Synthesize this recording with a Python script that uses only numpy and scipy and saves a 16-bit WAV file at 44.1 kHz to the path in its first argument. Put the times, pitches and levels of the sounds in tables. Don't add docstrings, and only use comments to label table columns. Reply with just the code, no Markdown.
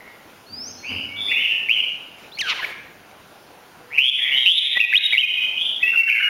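import sys
import numpy as np
from scipy import signal
from scipy.fft import rfft, irfft, next_fast_len
from scipy.io import wavfile
from scipy.ndimage import uniform_filter1d

SR = 44100
rng = np.random.default_rng(int(sys.argv[2]) if len(sys.argv) > 2 else 0)


def how_loud(loudness_db):
    steps = np.asarray(loudness_db, float) / 20
    return 10 ** steps


def bounce(signal):
    frames = np.transpose(np.atleast_2d(signal))
    limited = np.clip(frames, -1, 1)
    pcm = np.round(limited * 32767).astype(np.int16)
    wavfile.write(sys.argv[1], SR, pcm)


N = 277367


def evened(x):
    return x / np.sqrt(np.mean(x ** 2) + 1e-20)


def read(points, hz):
    f, value = np.transpose(points)
    return np.interp(np.log(hz + 1), np.log(f + 1), value)


def add(mix, start_s, sound):
    part = mix[round(start_s * SR):][:len(sound)]
    part += sound[:len(part)]


def wander(t, top_hz):
    f = np.geomspace(top_hz / 8, top_hz, num=8)[:, None]
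    return np.sin(2 * np.pi * (f * t + rng.random((8, 1)))).sum(0) / 2


def noise(spectrum, patchy_db):
    frames, hz = N // 256 + 5, np.fft.rfftfreq(1024, 1 / SR)
    a, b, patches = rng.standard_normal((frames, 513, 3)).T
    patches = uniform_filter1d(patches, size=12, axis=0)
    patches = evened(uniform_filter1d(patches, size=14, axis=1))
    level_db = read(spectrum, hz)[:, None] + patchy_db * patches
    z = (a + 1j * b) * how_loud(level_db)
    return evened(signal.istft(z, nperseg=1024, noverlap=768)[1][:N])


def unroll(rows, edge_s):
    s, *columns = np.transpose(rows)
    t = np.arange(s[0], s[-1], 1 / SR)
    edges = np.clip(np.minimum(t - s[0], s[-1] - t) / edge_s, 0, 1)
    curves = [uniform_filter1d(np.interp(t, s, c), size=260, mode="nearest") for c in columns]
    return (t, np.sin(np.pi / 2 * edges) ** 2, *curves)


def whistle(trill_hz, depth, rows):
    # multiple, level_db
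    overtones = [(2, -42.5), (3, -43.5), (4, -58.5), (5, -54.5), (6, -44.5)]
    slowing_per_s, sweep, waver, flutter_db = 1.437, .028, .004, 2.5
    t, edges, hz, db = unroll(rows, edge_s=.007)
    rate_hz = trill_hz * (1.15 - slowing_per_s * (t - t[0]))
    beat = 2 * np.pi * (np.cumsum(rate_hz) / SR + 0.657)
    depth = np.clip(depth, 0, 1) * (trill_hz > 0)
    puffs = 1 - depth + depth * 3.0 * ((1 + np.cos(beat)) / 2) ** 2
    bend = sweep * trill_hz / 120 * depth * np.sin(beat)
    hz = hz * (1 - bend + waver * wander(t, top_hz=71.3))
    turn = 2 * np.pi * np.cumsum(hz) / SR
    tone = np.sin(turn)
    for k, overtone_db in overtones:
        tone = tone + how_loud(overtone_db) * np.sin(k * turn) * (k * hz < SR / 2.2)
    level_db = db + flutter_db * wander(t, top_hz=51.48)
    return evened(tone * puffs) * how_loud(level_db) * edges


def note(row, trill_hz, depth, room_db, reach, bend, sag, swell_db, fade_db):
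    start_s, length_s, first_hz, goal_hz, level_db = row
    u = np.linspace(0, 1, num=25)
    reach = np.clip(reach, .1, .99)
    after = np.maximum(u - reach, 0) / (1 - reach)
    hz = goal_hz + (first_hz - goal_hz) * np.maximum(1 - u / reach, 0) ** bend
    hz = hz * (1 - sag * (1 - np.exp(-after / .35)))
    db = level_db + swell_db * np.exp(-u / .34) + fade_db * u
    return trill_hz, depth, room_db, np.transpose([start_s + u * length_s, hz, db])


def song():
    # start_s, length_s, first_hz, goal_hz, level_db
    climbs_near = [
        (3.975, 0.13, 2350, 3339, -8.5),
        (4.31, .13, 2826, 3154, -17),
    ]
    climbs_mid = [
        (4.455, 0.14, 2641, 3627, -2.5),
    ]
    climbs_far = [
        (.818, 0.12, 2044, 2907, -28),
        (1.272, .058, 2070, 2720, -20),
        (6.19, 0.024, 1374, 1654, -21),
    ]
    climbs_distant = [
        (3.895, .075, 1660, 2800, -44),
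        (5.8, .04, 2050, 2250, -50),
    ]
    arches = [
        (1.685, 0.13, 2135, 3173, -14.5),
        (6.09, .105, 2327, 2380, -12),
    ]
    long_arches = [
        (1.31, .26, 2060, 3000, -20),
    ]
    warbles = [
        (4.12, .07, 2637, 2180, -29),
        (4.18, 0.126, 2026, 2143, -26),
        (4.55, 0.14, 2240, 2600, -25),
        (4.59, .07, 2170, 2047, -27),
        (6.07, 0.029, 1767, 1650, -26.5),
    ]
    slow_warbles = [
        (5.864, .225, 2680, 2710, -16),
        (5.995, .075, 2310, 2170, -24),
    ]
    whistles_near = [(1.08, 0.13, 2205, 2290, -36.5), (4.748, .036, 1902, 1963, -13),
                     (5.026, 0.024, 3844, 3790, -15.5), (5.05, 0.02, 3813, 3770, -9.5),
                     (5.221, .036, 2520, 2470, -8), (5.222, 0.047, 3045, 3120, -13.5),
                     (5.826, .042, 2590, 2600, -13), (5.828, .078, 1960, 1950, -26),
                     (6.15, .045, 2200, 2130, -17), (6.15, .1, 1620, 1590, -30),
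                     (6.224, .064, 2880, 2860, -12)]
    whistles_far = [
        (1.268, 0.019, 2070, 2045, -41),
        (1.51, 0.047, 1742, 1830, -40),
        (5.797, .02, 1900, 1944, -33),
        (6.213, 0.031, 2190, 2204, -24),
    ]
    steps = [
        (1.16, .14, 3385, 3480, -22.5),
        (4.355, 0.12, 3550, 3700, -24.5),
        (5.39, 0.072, 3010, 3059, -18),
        (5.39, .08, 2470, 2505, -21.5),
    ]
    leaps = [
        (4.925, .065, 1589, 3912, -4),
    ]
    hooks = [
        (5.122, .052, 1900, 2335, -5),
        (4.793, .062, 2213, 2760, -3),
        (5.926, .04, 1400, 1580, -28),
    ]
    domes = [
        (5.172, .055, 2442, 3128, -6.5),
    ]
    burrs = [
        (5.572, 0.11, 2900, 3400, -22.5),
        (6.08, 0.11, 2884, 2650, -21),
    ]
    kinds = [
        (climbs_near, dict(trill_hz=125, depth=.98, room_db=-2.5, reach=.99, bend=2.1, sag=0, swell_db=-3.5, fade_db=0)),
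        (climbs_mid, dict(trill_hz=160, depth=1, room_db=-.3, reach=.99, bend=1.8, sag=0, swell_db=-7.2, fade_db=-4)),
        (climbs_far, dict(trill_hz=118, depth=1, room_db=6, reach=.8, bend=1.6, sag=.02, swell_db=-19.5, fade_db=-1.5)),
        (arches, dict(trill_hz=105, depth=1, room_db=-3, reach=.4, bend=1.4, sag=.11, swell_db=-3, fade_db=-7)),
        (steps, dict(trill_hz=100, depth=.81, room_db=.5, reach=.25, bend=2.2, sag=0, swell_db=-13, fade_db=-4.5)),
        (burrs, dict(trill_hz=140, depth=1, room_db=2, reach=.93, bend=2.5, sag=0, swell_db=1.5, fade_db=-4.5)),
        (climbs_distant, dict(trill_hz=129, depth=.97, room_db=24, reach=.9, bend=1.4, sag=0, swell_db=-16, fade_db=1.5)),
        (leaps, dict(trill_hz=91, depth=.94, room_db=-3, reach=.9, bend=1.05, sag=0, swell_db=-15, fade_db=-2.5)),
        (hooks, dict(trill_hz=100, depth=.75, room_db=-6, reach=.24, bend=1.1, sag=.11, swell_db=-5, fade_db=-8)),
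        (domes, dict(trill_hz=121, depth=.55, room_db=-4.5, reach=.78, bend=3.2, sag=.2, swell_db=2.5, fade_db=1)),
        (long_arches, dict(trill_hz=130, depth=1, room_db=.8, reach=.42, bend=1.1, sag=.11, swell_db=-3, fade_db=-6)),
        (warbles, dict(trill_hz=140, depth=1, room_db=4, reach=.96, bend=1.7, sag=0, swell_db=-1, fade_db=-1.5)),
        (slow_warbles, dict(trill_hz=70, depth=.5, room_db=.6, reach=.4, bend=1.1, sag=0, swell_db=0, fade_db=-3)),
        (whistles_near, dict(trill_hz=0, depth=0, room_db=-6, reach=.9, bend=1.3, sag=0, swell_db=-3, fade_db=-1.5)),
        (whistles_far, dict(trill_hz=0, depth=0, room_db=6, reach=.71, bend=1.46, sag=0, swell_db=-16, fade_db=-8.5))]
    return [note(row, **kind) for table, kind in kinds for row in table]


def glides():
    # room_db, then rows of time_s, pitch_hz, level_db
    paths = [
        (-6.5, [(0.46, 4250, -51.5), (0.55, 4820, -40), (0.6, 5130, -31), (0.64, 5420, -35), (0.69, 6400, -40), (0.72, 6380, -34)]),
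        (1, [(0.77, 4250, -53), (0.83, 4270, -55), (0.88, 4680, -49), (0.98, 5200, -51)]),
        (-3, [(2.315, 3100, -41), (2.33, 3950, -45), (2.365, 4480, -45), (2.377, 3900, -36)]),
    ]
    return [(0, 0, room_db, rows) for room_db, rows in paths]


def harsh(rows):
    # freq_hz, level_db
    throat = [(800, -28), (1500, -15), (2400, -3), (3300, -.5), (4500, -6), (7000, -15), (15000, -30)]
    vibrato_hz, vibrato_share = 135, 0.92
    t, edges, hz, db, depth, loss_db = unroll(rows, edge_s=0.0018)
    swing = vibrato_share * np.maximum(depth - .03, 0)
    hz = hz * (1 + swing * np.sin(2 * np.pi * vibrato_hz * t))
    turn = 2 * np.pi * np.cumsum(hz) / SR
    stack = 0
    for k in range(1, 9):
        level_db = read(throat, k * hz) - loss_db * k
        stack = stack + how_loud(level_db) * np.sin(k * turn) * (k * hz < SR / 2.2)
    rms = np.sqrt(uniform_filter1d(stack ** 2, size=300) + 1e-12)
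    return stack / rms * how_loud(db) * edges


def slide():
    # time_s, pitch_hz, effort_db
    path = [
        (2.385, 1927, -30),
        (2.391, 2800, -23),
        (2.4, 3267, -25),
        (2.408, 2800, -21),
        (2.416, 1950, -20),
        (2.43, 1690, -30),
        (2.462, 1520, -30),
        (2.5, 1260, -19),
        (2.535, 1003, -24),
    ]
    rasp_hz, rasp_span_hz, rasp_depth = 1580, 150, .24
    bright_hz, bright_loss_db, dull_loss_db, effort_tilt = 1800, 1.5, 2.5, 1.4
    s, hz, db = np.transpose(path)
    depth = rasp_depth * np.clip((rasp_hz - hz) / rasp_span_hz, 0, 1)
    dull_db = dull_loss_db + effort_tilt * (db.max() - db)
    loss_db = np.where(hz > bright_hz, bright_loss_db, dull_db)
    return np.transpose([s, hz, db, depth, loss_db])


def chips():
    # start_s, length_s, first_hz, last_hz, level_db
    puffs = [
        (2.372, .013, 2270, 2210, -32.5),
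        (2.588, 0.021, 1079, 1007, -26),
        (2.618, 0.031, 1584, 1800, -24),
        (2.642, .012, 2246, 2190, -17.5),
    ]
    calls = []
    for start_s, length_s, first_hz, last_hz, level_db in puffs:
        hz = np.linspace(first_hz, last_hz, num=3)
        s = start_s + length_s * np.array([0, .5, 1])
        db = level_db - 9.5 * np.array([1, 0, 1])
        loss_db = 13 * hz / 1000
        calls.append(np.transpose([s, hz, db, 0.11 + 0 * hz, loss_db]))
    return calls


def room(x):
    # freq_hz, t60_s
    decay = [(300, 1), (1500, 0.83), (3000, 0.72), (5000, 0.68), (10000, 0.79)]
    # delay_s, level_db
    echoes = [
        (.004, -6),
        (.031, -16),
        (.075, -10),
        (.15, -12),
    ]
    build_up_s = .085
    taps = np.zeros(SR)
    at = np.arange(200, SR - 20, 20)
    taps[at + rng.integers(0, 20, len(at))] = rng.choice([-1., 1.], len(at))
    hz, t, z = signal.stft(taps, SR, nperseg=256)
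    z = z * how_loud(-60 * t / read(decay, hz)[:, None]) * np.clip(t / build_up_s, .2, 1)
    tail = signal.istft(z, SR, nperseg=256)[1]
    tail = tail / np.linalg.norm(tail)
    for delay_s, db in echoes:
        add(tail, delay_s, how_loud([db]))
    return signal.fftconvolve(x, tail)[:N]


def wings():
    # start_s, length_s, level_db
    beats = [
        (0.479, .37, -42),
        (0.868, 0.32, -34),
        (1.15, 0.33, -45),
    ]
    # freq_hz, width_hz, level_db
    cage = [
        (95, 24, -6),
        (250, 70, -.5),
    ]
    # freq_hz, level_db
    feathers = [(200, -30), (400, -.5), (900, -3), (1800, -7), (3000, -25)]
    rise_s, fade_db = 0.043, -15
    level = np.zeros(N)
    for start_s, length_s, db in beats:
        t = np.arange(0, length_s, 1 / SR)
        add(level, start_s, np.minimum(t / rise_s, 1) ** 2 * how_loud(db + fade_db * t / length_s))
    air = rng.standard_normal(N)
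    booms = np.zeros(N)
    for hz, width_hz, db in cage:
        band_hz = [hz - width_hz / 2, hz + width_hz / 2]
        sos = signal.butter(2, band_hz, "band", fs=SR, output="sos")
        booms += how_loud(db) * evened(signal.sosfilt(sos, air))
    rustle = how_loud(-8) * noise(feathers, patchy_db=1.5)
    return uniform_filter1d(level, size=600) * (evened(booms) + rustle)


def brushes():
    # start_s, length_s, level_db
    strokes = [
        (0.254, 0.16, -53),
        (1.189, 0.17, -42),
        (2.152, 0.16, -47.5),
        (2.438, 0.18, -45.5),
        (2.585, 0.16, -39.5),
        (3.111, 0.0056, -49.5),
        (3.757, 0.01, -61),
    ]
    # freq_hz, level_db
    colour = [(150, -16.5), (400, 0), (900, -4), (2500, -2.5), (6000, -16), (15000, -24)]
    level = np.zeros(N)
    for start_s, length_s, db in strokes:
        add(level, start_s, how_loud(db) * signal.windows.tukey(round(length_s * SR), .6))
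    return level * noise(colour, patchy_db=4.0)


def hums():
    # start_s, end_s, pitch_hz, level_db
    tones = [
        (3.6, 3.72, 490, -56),
        (3.79, 3.96, 490, -50),
        (3.05, 3.15, 1375, -56),
        (3.22, 3.34, 1375, -57),
    ]
    out = np.zeros(N)
    for start_s, end_s, hz, db in tones:
        t = np.arange(0, end_s - start_s, 1 / SR)
        add(out, start_s, how_loud(db) * np.sin(2 * np.pi * hz * t) * signal.windows.tukey(len(t), .4))
    return out


def murmur():
    # freq_hz, level_db
    air = [(18, -31), (30, -27.5), (141, -5), (486, -3.5), (554, -4.5), (760, -3.5), (1280, -10),
           (1390, -5.5), (1910, -13.5), (2750, -14), (7870, -24), (13300, -25.5), (16000, -26)]
    return how_loud(-47.5) * noise(air, patchy_db=1.6)


def scene():
    direct, walls = np.zeros(N), np.zeros(N)
    for trill_hz, depth, room_db, rows in song() + glides():
        tune = whistle(trill_hz, depth, rows)
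        direct_db = -max(room_db, 0) * (trill_hz > 0)
        add(direct, rows[0][0], tune * how_loud(direct_db))
        add(walls, rows[0][0], tune * how_loud(room_db))
    for rows in [slide()] + chips():
        call = harsh(rows)
        add(direct, rows[0][0], call)
        add(walls, rows[0][0], how_loud(-7.0) * call)
    earlier = whistle(105, 1.0, [(0, 2070, 18.5), (.03, 2030, -33)])
    add(walls, 0, how_loud(-45) * earlier)
    return (direct + room(walls) + wings() + brushes() + hums() + murmur())[None]


def gain_control(x):
    threshold_db, squeeze, lag_s = -18.0, 1.1, .02
    memory = np.exp(-1 / (lag_s * SR))
    power_db = 10 * np.log10(signal.lfilter([1 - memory], [1, -memory], x ** 2) + 1e-12)
    over_db = np.maximum(power_db - threshold_db, 0) * squeeze
    return x / how_loud(signal.lfilter([1 - memory], [1, -memory], over_db))


def overload(whole):
    # multiple, level_db
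    overtones = [(2, -33), (3, -30.5), (4, -43), (5, -33), (6, -39)]
    size = np.minimum(abs(whole), 1.06 * uniform_filter1d(abs(whole), size=1500))
    return sum(how_loud(db) * size ** 1.234 * np.cos(k * np.angle(whole)) for k, db in overtones)


def electronics(x):
    # freq_hz, level_db
    grit = [(200, -14.5), (2000, 12), (6000, 15), (10000, -31.5), (15000, -41.5)]
    rumble = [(20, -12.5), (60, 4), (120, -1), (300, -19), (16000, -51.5)]
    loudness = np.sqrt(abs(uniform_filter1d(x ** 2, size=200)))
    return how_loud(-34) * loudness * noise(grit, patchy_db=-1.0) + how_loud(-72) * noise(rumble, patchy_db=0.0)


def top_cut(x):
    return signal.sosfilt(signal.butter(12, 16510, fs=SR, output="sos"), x)


def record(dry):
    # freq_hz, level_db
    overload_colour = [(3000, 25.5), (5500, -31.5), (7000, -22.5), (9000, -10.5), (10500, 0.5),
                       (13500, -6.5), (16000, -9)]
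    notch_hz, notch_width_hz, notch_db, edge_hz, overload_db = 7970, 350, -20, 15850, 8
    ducked = gain_control(dry[0])
    whole = signal.hilbert(ducked, next_fast_len(N))[:N]
    ducked = ducked / np.sqrt(1 + abs(whole / .9) ** 4)
    gritty = ducked + electronics(ducked)
    hz = np.fft.rfftfreq(N, 1 / SR)
    notch = how_loud(notch_db * np.exp(-abs(hz - notch_hz) / notch_width_hz))
    colour = how_loud(read(overload_colour, hz) + overload_db)
    both = rfft(gritty) + rfft(overload(whole)) * colour
    mix = irfft(both * notch * (hz < edge_hz), N)[None]
    return top_cut(mix)


dry = scene()
out = record(dry)
bounce(out)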